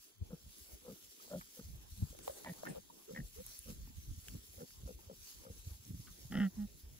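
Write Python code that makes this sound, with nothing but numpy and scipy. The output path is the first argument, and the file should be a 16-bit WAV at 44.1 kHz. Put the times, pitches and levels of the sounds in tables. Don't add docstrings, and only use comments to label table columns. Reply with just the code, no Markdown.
import sys
import numpy as np
from scipy import signal
from scipy.fft import rfft, irfft, next_fast_len
from scipy.io import wavfile
from scipy.ndimage import uniform_filter1d, map_coordinates

SR = 44100
rng = np.random.default_rng(int(sys.argv[2]) if len(sys.argv) > 2 else 0)


def waveform_to_disk(signal):
    frames = np.transpose(np.atleast_2d(signal))
    scaled = np.clip(frames, -1, 1) * 32767
    samples = np.round(scaled).astype(np.int16)
    wavfile.write(sys.argv[1], SR, samples)


def to_linear_factor(level_db):
    exponent = np.asarray(level_db, float) / 20
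    return 10 ** exponent


N = 308259


def unit(x):
    return x / np.sqrt(np.mean(x ** 2) + 1e-20)


def filtered(x, response):
    m = next_fast_len(x.shape[-1] + 2048)
    return irfft(rfft(x, m) * response(np.fft.rfftfreq(m, 1 / SR)), m)[..., :x.shape[-1]]


def ports(x, lag_ms, pan_db=0):
    side = np.array([[.5], [-.5]])
    return to_linear_factor(side * pan_db) * filtered(x, lambda hz: np.exp(-2j * np.pi * hz * (1 + side * lag_ms) / 1000))


def add(out, s, x):
    i = round((s - 1 / 1000) * SR)
    out[:, i:i + x.shape[1]] += x[:, :N - i]


def curves(rows):
    s, *cols = np.transpose(rows)
    t = np.arange(s[0], s[-1], 1 / SR)
    return [t] + [np.interp(t, s, c) for c in cols]


def resonance(x, hz, *widths_hz):
    turn = np.exp(2j * np.pi * np.cumsum(hz + 0 * x) / SR)
    x = x / turn
    for width_hz in widths_hz:
        x = signal.lfilter([1], [1, -np.exp(-np.pi * width_hz / SR)], x)
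    return unit((turn * x).real)


def spurts(pulses, fall_s):
    return signal.lfilter([1], [1, -np.exp(-1 / (fall_s * SR))], pulses)


def wobble(rate):
    return map_coordinates(rng.standard_normal(int(N * rate / SR) + 4), [np.arange(N) * rate / SR])


def rush(spectrum, alike, lag_ms, patchy_db, grains_db):
    z = signal.stft(rng.standard_normal((3, N)), nperseg=512)[2]
    field = uniform_filter1d(rng.standard_normal(z.shape[1:]), size=6, axis=0)
    field = uniform_filter1d(field, size=14, axis=1)
    noise = signal.istft(z * to_linear_factor(patchy_db * unit(field)), nperseg=512)[1][:, :N]
    noise = noise * to_linear_factor(grains_db * wobble(500))
    f, db = np.transpose(spectrum)
    noise = filtered(noise, lambda hz: to_linear_factor(np.interp(np.log(hz + 1), np.log(f), db)))
    share = np.clip(alike, 0, 1)
    return unit(np.sqrt(share) * ports(noise[0], lag_ms) + np.sqrt(1 - share) * noise[1:])


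def fold_pulses(t, strong_s, rate, jitter=.035, scatter_db=1.5):
    k = np.arange(-12, 13)
    luck = rng.standard_normal((len(k), 2))
    pulse_s = strong_s - .003 + (k + jitter * luck[:, 0] * (k != 0)) / rate
    at = np.round((pulse_s - t[0]) * SR).astype(int)
    inside = (at >= 0) & (at < len(t))
    size = to_linear_factor(scatter_db * np.where(k == 0, 1, luck[:, 1]))
    return np.bincount(at[inside], size[inside], len(t))


def snout_tone(folds, done, snout_hz, glide, whine):
    nose_hz = snout_hz * (1 + glide * (done - .6) - 0.23 * (done - .5) ** 2)
    whine = np.clip(whine, 0, 1)
    snout = np.sqrt(1 - whine) * resonance(folds, nose_hz, 79, 200, 260, 430)
    snout += np.sqrt(2 * whine) * np.sin(2 * np.pi * np.cumsum(nose_hz) / SR)
    return snout + 0.088 * resonance(folds, 836, 200, 300)


def mouth_tone(folds, done, mouth_db):
    mouth_hz = 1277 + 36.5 * max(mouth_db + 70, 0)
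    mouth = resonance(folds, mouth_hz * (1.03 - 0.027 * done), 170, 400, 660)
    mouth += 0.5 * resonance(folds, 1000 - 300 * done, 200, 320, 450)
    mouth += 0.39 * resonance(folds, 1.243 * mouth_hz, 180, 460)
    mouth += 0.2 * resonance(folds, 1.53 * mouth_hz, 600, 1200)
    return unit(mouth)


def swell(done, peak, edges_db):
    rise = edges_db[0] * (1 - done / peak) ** 2
    fall = edges_db[1] * ((done - peak) / (1 - peak)) ** 2
    return np.where(done < peak, rise, fall)


# t/s, length/s, chest level/dB, snout level/dB, mouth level/dB
GRUNT_LEVELS = [(0.295, 0.065, -45.5, -60.5, -69.5), (0.842, 0.11, -51, -58.5, -71),
                (1.291, 0.11, -42.5, -54.5, -67), (1.56, 0.065, -52.5, -63.5, -79),
                (2.438, 0.095, -45, -61, -54.5), (2.645, 0.087, -46.5, -59, -57),
                (2.737, 0.072, -58, -51.5, -71.5), (3.074, 0.086, -49.5, -54.5, -74.5),
                (3.14, 0.089, -43, -63, -57), (3.358, 0.072, -56, -55, -79),
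                (3.645, 0.097, -48, -63, -76.5), (4.575, 0.082, -47.5, -56, -68),
                (4.853, 0.077, -56, -58.5, -69.5), (5.084, 0.065, -53.5, -57, -73),
                (5.415, 0.11, -58.5, -62.5, -70.5)]
# t/s of the strongest pulse, pulse rate/Hz, pig
GRUNT_FOLDS = [(0.332, 78, "sow"), (0.899, 60.4, "sow"), (1.337, 92, "boar"), (1.593, 52, "sow"),
               (2.4739, 86, "hog"), (2.673, 78, "piglet"), (2.76, 94, "piglet"), (3.108, 71, "shoat"),
               (3.1641, 78, "red"), (3.405, 65, "gilt"), (3.7, 76, "red"), (4.619, 82, "red"),
               (4.907, 64.5, "runt"), (5.099, 64.5, "runt"), (5.501, 61, "runt")]
PIG_VOICES = {"sow": (485, -.18, .1, -0.19, 1.8, 1.2), "boar": (610, -.12, .3, -0.17, 2, 2.2),
              "gilt": (500, .22, .9, .65, -.4, 1.2), "piglet": (520, -.18, .1, 0.95, 4, 2.5),
              "red": (498, -.18, .1, 0.45, 0, .8), "runt": (505, -.1, .05, 0.35, 4.3, 1.2),
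              "shoat": (505, .26, .45, 0.65, -0.4, 1.2), "hog": (560, -.45, .05, -0.1, -1, 1.3)}
CHEST_PEAK, MOUTH_PEAK = 0.77, 0.36
CHEST_EDGES_DB, SNOUT_EDGES_DB, MOUTH_EDGES_DB = (31, 14.5), (13, 26), (17, 30)


def grunts(rough=.6):
    out = np.zeros((2, N))
    for levels, (strong_s, rate, pig) in zip(GRUNT_LEVELS, GRUNT_FOLDS):
        s, length, chest_db, snout_db, mouth_db = levels
        snout_hz, glide, whine, lag_ms, pan_db, rasp = PIG_VOICES[pig]
        t = np.arange(s, s + length, 1 / SR)
        done, strong = (t - s) / length, (strong_s - s) / length
        pulses = fold_pulses(t, strong_s, rate)
        breath = rng.standard_normal(SR // 5)[:len(t)]
        folds = unit(pulses) + rough * unit((unit(spurts(pulses, .012)) + .5) * breath)
        chest = resonance(folds, 235 - 80 * done, 89, 160, 330)
        snout = snout_tone(folds, done, snout_hz, glide, whine)
        spit = unit((unit(spurts(pulses, .004)) + .25 * rasp) * breath)
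        mouth = mouth_tone(unit(pulses) + rasp * spit, done, mouth_db)
        voice = to_linear_factor(chest_db - swell(done, CHEST_PEAK, CHEST_EDGES_DB)) * chest
        voice += to_linear_factor(snout_db + 5.0 - swell(done, strong, SNOUT_EDGES_DB)) * snout
        voice += to_linear_factor(mouth_db + 3.5 - swell(done, min(strong, MOUTH_PEAK), MOUTH_EDGES_DB)) * mouth
        voice = voice * signal.windows.tukey(len(t), .15)
        voice = filtered(voice, lambda hz: (hz / (hz - 75j)) ** 2)
        add(out, t[0], ports(voice, lag_ms, pan_db))
    return out


# f/Hz, width/Hz, level/dB
THROAT_PEAKS = [(455, 94, -11), (847, 53, -15.5), (622, 32, -14), (1366, 144, -5), (1900, 126, 0),
                (3010, 340, -6), (5350, 140, -12.5)]
# f/Hz, width/Hz
NASAL_POCKETS = [(1070, 270), (2400, 570), (4200, 1300)]


def throat(hz):
    peaks = 0
    for k, (c, w, db) in enumerate(THROAT_PEAKS):
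        peaks = peaks + (-1) ** k * to_linear_factor(db) * 1j * hz * w / (c * c - hz * hz + 1j * hz * w)
    for c, w in NASAL_POCKETS:
        peaks = peaks * (c * c - hz * hz + .06j * hz * w) / (c * c - hz * hz + 1j * hz * w)
    return peaks


# t/s, pitch f/Hz, hum level/dB, open-mouth level/dB
LOUD_CALL = [
    (6.3, 198, -58.5, -50),
    (6.35, 220, -43.5, -50),
    (6.375, 192, -41, -50),
    (6.397, 207, -33, -38),
    (6.408, 205, -29.5, -40),
    (6.436, 201, -30.5, -42.5),
    (6.466, 189, -32.5, -52),
    (6.482, 187, -39, -80),
    (6.503, 187, -66, -95),
]
# t/s, pitch f/Hz, hum level/dB, mouth level/dB
AFTER_HUM = [
    (6.568, 222, -57, -85),
    (6.583, 213, -41, -74),
    (6.6, 208, -38.5, -67),
    (6.63, 207, -39, -68),
    (6.655, 201, -43.5, -81),
    (6.673, 200, -66, -90),
]
# t/s, chest level/dB, mouth level/dB
SLAMS = [
    (6.3, -37, -60),
    (6.3106, -28.5, -40),
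    (6.323, -24, -21),
    (6.3389, -23, -32),
    (6.3418, -36, -25),
    (6.3533, -16.5, -18),
    (6.3682, -21, -23),
    (6.3731, -20.5, -18),
    (6.386, -15, -22.5),
]
# multiple, level/dB
HUM_OVERTONES = [(2, -36), (3, -33), (4, -31)]
VOICED_S = 6.4005
BEAT_SOFT_HZ, AIR_HZ = 1700, 2110


def call(rows, rough=.33):
    t, hz, hum_db, mouth_db = curves(rows)
    voiced = t >= VOICED_S
    cycles = np.cumsum(hz * voiced) / SR
    thuds, slams = np.zeros((2, len(t)))
    for s, chest_db, db in SLAMS:
        now = (t >= s) & (t < s + 1 / SR)
        thuds[now], slams[now] = to_linear_factor(chest_db), to_linear_factor(db + 16.5)
    beats = np.diff(np.ceil(cycles), prepend=0) * to_linear_factor(mouth_db + 41.5)
    unsettled = np.clip(1 - (t - VOICED_S) / .06, 0, 1)
    beats *= 1 - unsettled * .85 * (np.ceil(cycles) % 3 == 0)
    folds = slams + filtered(beats, lambda f: 1.08 / (1 + 1j * f / BEAT_SOFT_HZ))
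    air = slams + .2 * beats
    leak = rough * spurts(air, 0.0046) * rng.standard_normal(len(t)) / 3
    folds += filtered(leak, lambda f: 1 / (1 + 1j * (f / AIR_HZ)) ** 3 * 2.26)
    tones = [to_linear_factor(db) * np.sin(2 * np.pi * k * (cycles - .12)) for k, db in [(1, 0)] + HUM_OVERTONES]
    hum = np.sqrt(2) * sum(tones) * np.clip((t - VOICED_S) / 0.0045, 0, 1)
    if slams.any():
        chest = resonance(thuds / to_linear_factor(hum_db), hz, 44, 200)
        hum += 1.31 * chest * np.clip((VOICED_S - t) / 0.0025, 0, 1)
    return ports(to_linear_factor(hum_db) * hum, 0.36, -3) + ports(filtered(folds, throat), 0.052, 2.0)


# t/s, peak level/dB, f/Hz, t60/ms, place
STRUCK_NOTES = [(2.6325, -35.5, 630, 25, "left"), (2.6695, -43, 1800, 32, "right"),
                (2.6625, -49, 1450, 35, "far left"), (2.5, -51, 650, 45, "left"),
                (3.1615, -45.5, 1850, 28, "near"), (3.1735, -45.5, 1900, 31, "near"),
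                (3.2015, -53.5, 1850, 27, "near"), (1.3335, -40.5, 520, 35, "ahead"),
                (1.3235, -47, 550, 49, "ahead"), (1.3015, -52, 585, 52, "ahead"),
                (1.3135, -44.5, 560, 45, "ahead"), (1.345, -45, 540, 60, "ahead"),
                (1.2, -61, 1250, 28, "aside"), (1.4115, -57, 2000, 30, "aside"),
                (6.073, -61, 1500, 44, "front"), (3.874, -54.5, 250, 41, "front"),
                (3.874, -68, 880, 20, "front"), (2.018, -40.5, 141, 97, "left"),
                (3.9, -54.5, 250, 48, "left"), (4.11, -57, 264, 48, "left"), (.925, -52, 237, 29, "ahead"),
                (3.205, -41.5, 150, 60, "aside"), (2.9, -53, 950, 30, "aside"),
                (2.4585, -48, 900, 30, "aside"), (.878, -47.5, 477, 55, "ahead"),
                (.89, -50, 498, 52, "ahead")]
NOTE_PLACES = {"left": (.68, 8), "right": (.04, -4), "far left": (-.26, 4), "near": (-.1, 3.5),
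               "ahead": (-.13, 0), "aside": (-.31, -1), "front": (0, 0)}
RING_RISE_CYCLES, RING_FUZZ, RING_HOLDS = .5, .3, 1.4


def rings():
    out, t = np.zeros((2, N)), np.arange(SR // 10) / SR
    for s, db, hz, t60_ms, place in STRUCK_NOTES:
        fuzz = RING_FUZZ * resonance(rng.standard_normal(len(t)), hz, 0.25 * hz, 0.78 * hz)
        rise = 1 - np.exp(-t * hz / RING_RISE_CYCLES)
        shape = to_linear_factor(db + 3.0 - 60 * (1000 * t / t60_ms) ** RING_HOLDS) * rise
        add(out, s, ports(shape * (np.sin(2 * np.pi * hz * t) + fuzz), *NOTE_PLACES[place]))
    return out


# t/s, peak level/dB, f/Hz, t60/ms, left lag/ms
HOOF_KNOCKS = [(1.4115, -49, 1240, 57, -0.4), (1.596, -57, 1430, 33, -0.19), (2.128, -52.5, 500, 25, 0.39),
               (2.149, -50, 560, 35, -0.57), (2.1904, -42.5, 494, 22, 0.86), (2.228, -48, 8000, 152, 0),
               (2.2788, -30.5, 545, 29, 0.98), (2.2965, -43.5, 576, 134, 0.58), (2.29, -50.5, 8600, 760, 0),
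               (2.5348, -49.5, 960, 21, -0.45), (2.6335, -40, 584, 34, 0.9), (2.653, -44, 1440, 35, -0.27),
               (2.682, -47.5, 8600, 150, 0), (4.99, -65, 880, 140, 0.24), (6.071, -63.5, 2230, 66, 0),
               (6.081, -58, 1220, 70, 0.03)]
# t/s, peak level/dB, f/Hz, left lag/ms
STALK_BREAKS = [(0.184, -60, 11900, 0.59), (1.977, -49, 10600, 0.72), (2.6707, -43, 1670, 0.14),
                (3.4645, -41, 11500, 0.64), (3.4661, -42, 11000, 0.72), (3.4912, -47, 10800, 0.25),
                (3.4965, -50, 10300, .25), (3.512, -51, 11000, 0.26), (3.587, -51, 11000, .1),
                (3.5915, -40.5, 10700, 0.1), (3.751, -59, 12626, 0.21), (4.252, -63, 966, 0.013),
                (4.2843, -42.5, 3100, -0.066), (4.707, -63, 1460, 0.3), (4.809, -56.5, 7150, 0.33),
                (2.1898, -55, 5000, 0.75), (4.285, -42, 6600, -0.083), (5.852, -52, 6060, -0.6)]
STALK_T60_MS = 12
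# t/s, peak level/dB, f/Hz, t60/ms, left lag/ms
MORE_KNOCKS = [(2.1895, -49, 2300, 9, .3), (2.1895, -50, 9000, 6, .3), (2.2752, -46, 600, 30, 1),
               (2.2797, -50, 3800, 10, .8), (2.232, -56, 6500, 200, 0), (2.462, -60, 3600, 220, 0),
               (2.447, -56, 3300, 25, -.2), (2.664, -60, 1500, 30, .5), (1.279, -54, 480, 25, -.2),
               (2.758, -59, 3000, 20, .5), (6.072, -66, 3000, 60, 0), (3.162, -59, 3200, 20, .6),
               (2.6335, -53, 1700, 14, .68), (2.447, -50, 1000, 25, -.2), (2.685, -57, 1950, 200, .3),
               (4.7062, -57, 1600, 10, 0), (2.4468, -50, 1950, 22, -.2), (2.485, -58, 3000, 60, 0),
               (4.284, -52, 1600, 10, 0), (1.305, -66, 1750, 300, -.13), (2.655, -62, 2900, 250, .04)]
SWISH_MS, SWISH_RISE = 145, .07


def snaps(rows):
    out, t = np.zeros((2, N)), np.arange(SR // 10) / SR
    for s, db, hz, t60_ms, lag_ms in rows:
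        rise_s = SWISH_RISE * t60_ms / 1000 if t60_ms > SWISH_MS else 1 / (4 * hz)
        burst = resonance(rng.standard_normal(len(t)), hz, 0.23 * hz, 2.0 * hz)
        ring = np.sin(2 * np.pi * hz * t) * np.exp(-hz * t / 6)
        ring += 1.5 * np.sign(rng.standard_normal(len(t))) * np.exp(-t / 0.00018)
        shape = to_linear_factor(db - 60000 * t / t60_ms) * (1 - np.exp(-t / rise_s))
        snap = shape * (2.45 * ring + 1.03 * burst)
        snap = filtered(snap, lambda f: (f / (f - .5j * hz)) ** 3)
        add(out, s - .0004, ports(snap, lag_ms))
    return out


# t/s, level/dB
HERD_STIR = [(0, -65.5), (.2, -78), (.3, -68.5), (.52, -66.5), (.58, -64), (.72, -63), (.8, -66.5),
             (1.05, -65.5), (1.25, -64), (1.4, -63), (2.21, -66), (2.26, -59.5), (2.79, -63), (2.84, -70),
             (3.5, -60.5), (3.92, -67), (4.28, -65.5), (5.05, -68.5), (5.3, -65.5), (5.6, -65.5),
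             (6.99, -70)]
# t/s, length/s, shuffle rise/dB, grass rise/dB
THATCH_STEPS = [(0, 0.048, 2, -2), (0.316, 0.16, 6, -1), (0.578, 0.055, 6.5, 1), (1.237, 0.1, 9.5, 1),
                (1.794, 0.39, 5, -2.5), (2.261, 0.089, 14, -0.5), (2.483, 0.36, 15, -1.7),
                (2.719, 0.14, 18, -2.5), (3.465, 0.052, 5.5, -0.5), (3.7, 0.053, 13.5, 4.5),
                (4.26, 0.16, -0.5, 4.5), (4.64, 0.17, 4, 3), (5.3, 0.097, 3.5, 5), (5.45, 0.23, 10, -1.1),
                (6.076, 0.4, 2, 1.5), (6.536, 0.52, 5, 1.7), (0.81, 0.14, 5, -3), (0.447, .1, -0.5, 0),
                (1.046, 0.068, 3.5, 1.5), (1.95, .12, 0, 2), (3.476, 0.11, 1, 1.5), (4.06, 0.15, 0.5, 1.5),
                (3.9, 0.084, 0.5, 1), (4.697, 0.084, -1.5, 0.5)]
# f/Hz, level/dB per Hz
GRASS_COLOUR = [(700, -17.5), (1500, -8.5), (2500, -5), (4000, -2), (6500, 2.5), (8500, -5), (10000, -12),
                (16000, -22)]
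# f/Hz, level/dB per Hz
FIZZ_COLOUR = [(6000, -39), (8500, -10.5), (10000, 1.5), (11500, 0), (13500, 0), (15500, -1.5)]
# f/Hz, level/dB per Hz
SHUFFLE_COLOUR = [(100, -16), (200, 0), (400, 3.5), (600, -5), (900, -8), (1500, -15.5), (2500, -21),
                  (5000, -50)]
FIZZ_DB, SHUFFLE_DB = 5, -73


def field():
    t = np.arange(N) / SR
    steps = np.array([np.exp(-(2 * (t - s) / length) ** 2) for s, length, *_ in THATCH_STEPS])
    shuffle_db, lift_db = np.transpose(THATCH_STEPS)[2:] @ steps
    stir_db = np.interp(t, *np.transpose(HERD_STIR)) + lift_db + 1.0 * wobble(19) + 1.08 * wobble(34)
    grass = to_linear_factor(stir_db + 2.0) * rush(GRASS_COLOUR, 0.32, -0.2504, 1.9, 1.27)
    fizz = to_linear_factor(stir_db + FIZZ_DB) * rush(FIZZ_COLOUR, 0.78, -0.264, 1.36, 1.4)
    shuffle_db = SHUFFLE_DB + shuffle_db + 2.27 * wobble(14)
    return grass + fizz + to_linear_factor(shuffle_db) * rush(SHUFFLE_COLOUR, 0.4, 0.72, 4.6, 1.0)


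# t/s, peak level/dB, f/Hz, flutter level/dB
WIND_PUFFS = [(0.222, -33.5, 77, -16.5), (0.739, -49.5, 56.3, -13), (1.656, -44.5, 68, -38),
              (1.741, -50.5, 60.4, -29), (1.928, -41.5, 60.5, -25), (2.006, -70, 107, -6),
              (2.028, -27.5, 81.7, -14.5), (2.109, -50, 54.6, -9), (3.388, -47.5, 61, -26),
              (3.986, -42.5, 69, -18.5), (4.114, -39, 82, -22), (4.183, -43.5, 75, -15),
              (4.352, -49, 84, 1), (4.385, -45, 60.7, -36), (4.58, -49, 73.4, -16),
              (4.837, -45.5, 97, -9.5), (4.86, -39.5, 56, -14), (5.077, -47.5, 74.5, -28),
              (5.507, -45, 81, -9.5), (5.675, -37.5, 80, -18), (5.718, -40.5, 68, -23),
              (5.754, -48, 63, -29), (5.804, -52, 94, -23), (5.909, -47, 95, -2), (5.944, -47, 68.5, -3.5),
              (5.977, -52, 83.5, -25), (5.999, -43, 105, -11), (6.255, -43.5, 116, -18),
              (6.844, -46.5, 63.5, -34), (6.872, -47.5, 50.5, -33)]
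# t/s, peak level/dB, f/Hz, flutter level/dB
WEAK_EDDIES = [(.62, -55, 60, -20), (.9, -58, 60, -25), (2.02, -40, 150, -6), (2.3, -54, 65, -15),
               (2.77, -56, 55, -20), (3.82, -54, 70, -20), (3.885, -56, 80, -10), (3.6, -55, 60, -25),
               (4.5, -56, 70, -12), (6.555, -55, 80, -20), (6.62, -56, 56, -30)]
# t/s, left lag/ms
WIND_LAG = [(0, -1.96), (2.1, -1.05), (2.6, 1.8), (4, 1.7), (4.3, 0.72), (7, 0.61)]
PUFF_CYCLES = 0.97


def puffs(rows):
    out, t = np.zeros((2, N)), np.arange(-.1, .1, 1 / SR)
    for s, db, hz, flutter_db in rows:
        length = PUFF_CYCLES / hz
        skew = np.where(t > 0, 1.6, .9)
        gust = np.exp(-np.log(2) * (2 * t / (length * skew)) ** 2)
        push = np.cos(2 * np.pi * (hz * t * (1.1 - 3 * t) + rng.uniform()))
        flutter = resonance(rng.standard_normal(len(t)), 182, 150, 140)
        gust = gust + 0.51 * to_linear_factor(flutter_db) * np.exp(-(t / 0.043) ** 2)
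        lag_ms = np.interp(s, *np.transpose(WIND_LAG))
        puff = to_linear_factor(db) * gust * (push + to_linear_factor(flutter_db) * flutter)
        add(out, s + t[0], ports(puff, lag_ms, -2 * lag_ms))
    return out


# t/s, level/dB
BREEZE_LEVEL = [(0, -81), (0.33, -59.5), (0.7, -64), (1.05, -67), (1.22, -75), (1.4, -60), (1.55, -61),
                (1.7, -55), (2.0, -58.5), (2.99, -70), (3.32, -59.5), (3.66, -59), (3.99, -55), (4.6, -64),
                (4.99, -60.5), (5.32, -68), (5.65, -61), (6.2, -57.5), (6.99, -53)]
# f/Hz, level/dB per Hz
WIND_COLOUR = [(20, -37), (40, -1), (65, -3), (110, -11), (200, -17), (400, -34), (2000, -104)]


def breeze():
    level_db = np.interp(np.arange(N) / SR, *np.transpose(BREEZE_LEVEL)) + 2.0 * wobble(13)
    return to_linear_factor(level_db) * rush(WIND_COLOUR, 0.54, 0.36, 4.8, 0)


# t/s when it stops, f/Hz, level/dB
FAR_INSECT = (6.4, 3300, -78.5)


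def insect():
    end_s, hz, db = FAR_INSECT
    song = resonance(rng.standard_normal(N), hz, 120, 180) * (np.arange(N) < end_s * SR)
    return to_linear_factor(db) * ports(song, 500 / hz)


# f/Hz, level/dB per Hz
HISS_COLOUR = [(800, -14), (2000, -4), (3300, 0), (6000, -3), (9000, -15)]


def faint_hiss():
    return to_linear_factor(-79.5) * rush(HISS_COLOUR, .5, 0, 1, 0)


def scene():
    stalks = [(s, db, hz, STALK_T60_MS, lag_ms) for s, db, hz, lag_ms in STALK_BREAKS]
    out = grunts()
    add(out, LOUD_CALL[0][0], call(LOUD_CALL))
    add(out, AFTER_HUM[0][0], call(AFTER_HUM))
    out += rings() + snaps(HOOF_KNOCKS + stalks) + snaps(MORE_KNOCKS)
    out += field() + puffs(WIND_PUFFS) + puffs(WEAK_EDDIES) + breeze()
    return out + insect() + faint_hiss()


# f/Hz, width/Hz, share of time
WEAK_BANDS = [(9250, 560, .68), (8700, 500, .2), (5400, 300, .07), (2850, 200, .03), (13950, 400, .3),
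              (12450, 300, .4)]


def dropouts(x):
    for c, w, share in WEAK_BANDS:
        band = filtered(x, lambda hz: np.exp(-(2 * (hz - c) / w) ** 8))
        power = uniform_filter1d(band ** 2, size=1024)
        weak = 1. * (power < np.quantile(power, share))
        x = x - band * uniform_filter1d(weak, size=512)
    return x


# f/Hz, width/Hz, level/dB
SUM_GAPS = [(13150, 1150, -45), (16400, 1200, -60)]
# f/Hz, width/Hz, level/dB
DIFFERENCE_GAPS = [(10900, 1400, -68), (16200, 1400, -66)]


def thinned(dry):
    def gaps(table):
        return lambda hz: (hz < 16400) * to_linear_factor(sum(db * np.exp(-(2 * (hz - c) / w) ** 6) for c, w, db in table))

    mid = dropouts(filtered(dry[0] + dry[1], gaps(SUM_GAPS)) / 2)
    side = filtered(dry[0] - dry[1], gaps(DIFFERENCE_GAPS)) / 2
    return np.array([mid + side, mid - side])


def low_pass(x):
    return signal.sosfilt(signal.butter(12, 16480, fs=SR, output="sos"), x)


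def record(dry):
    mix = thinned(dry)
    return low_pass(mix)


dry = scene()
out = record(dry)
waveform_to_disk(out)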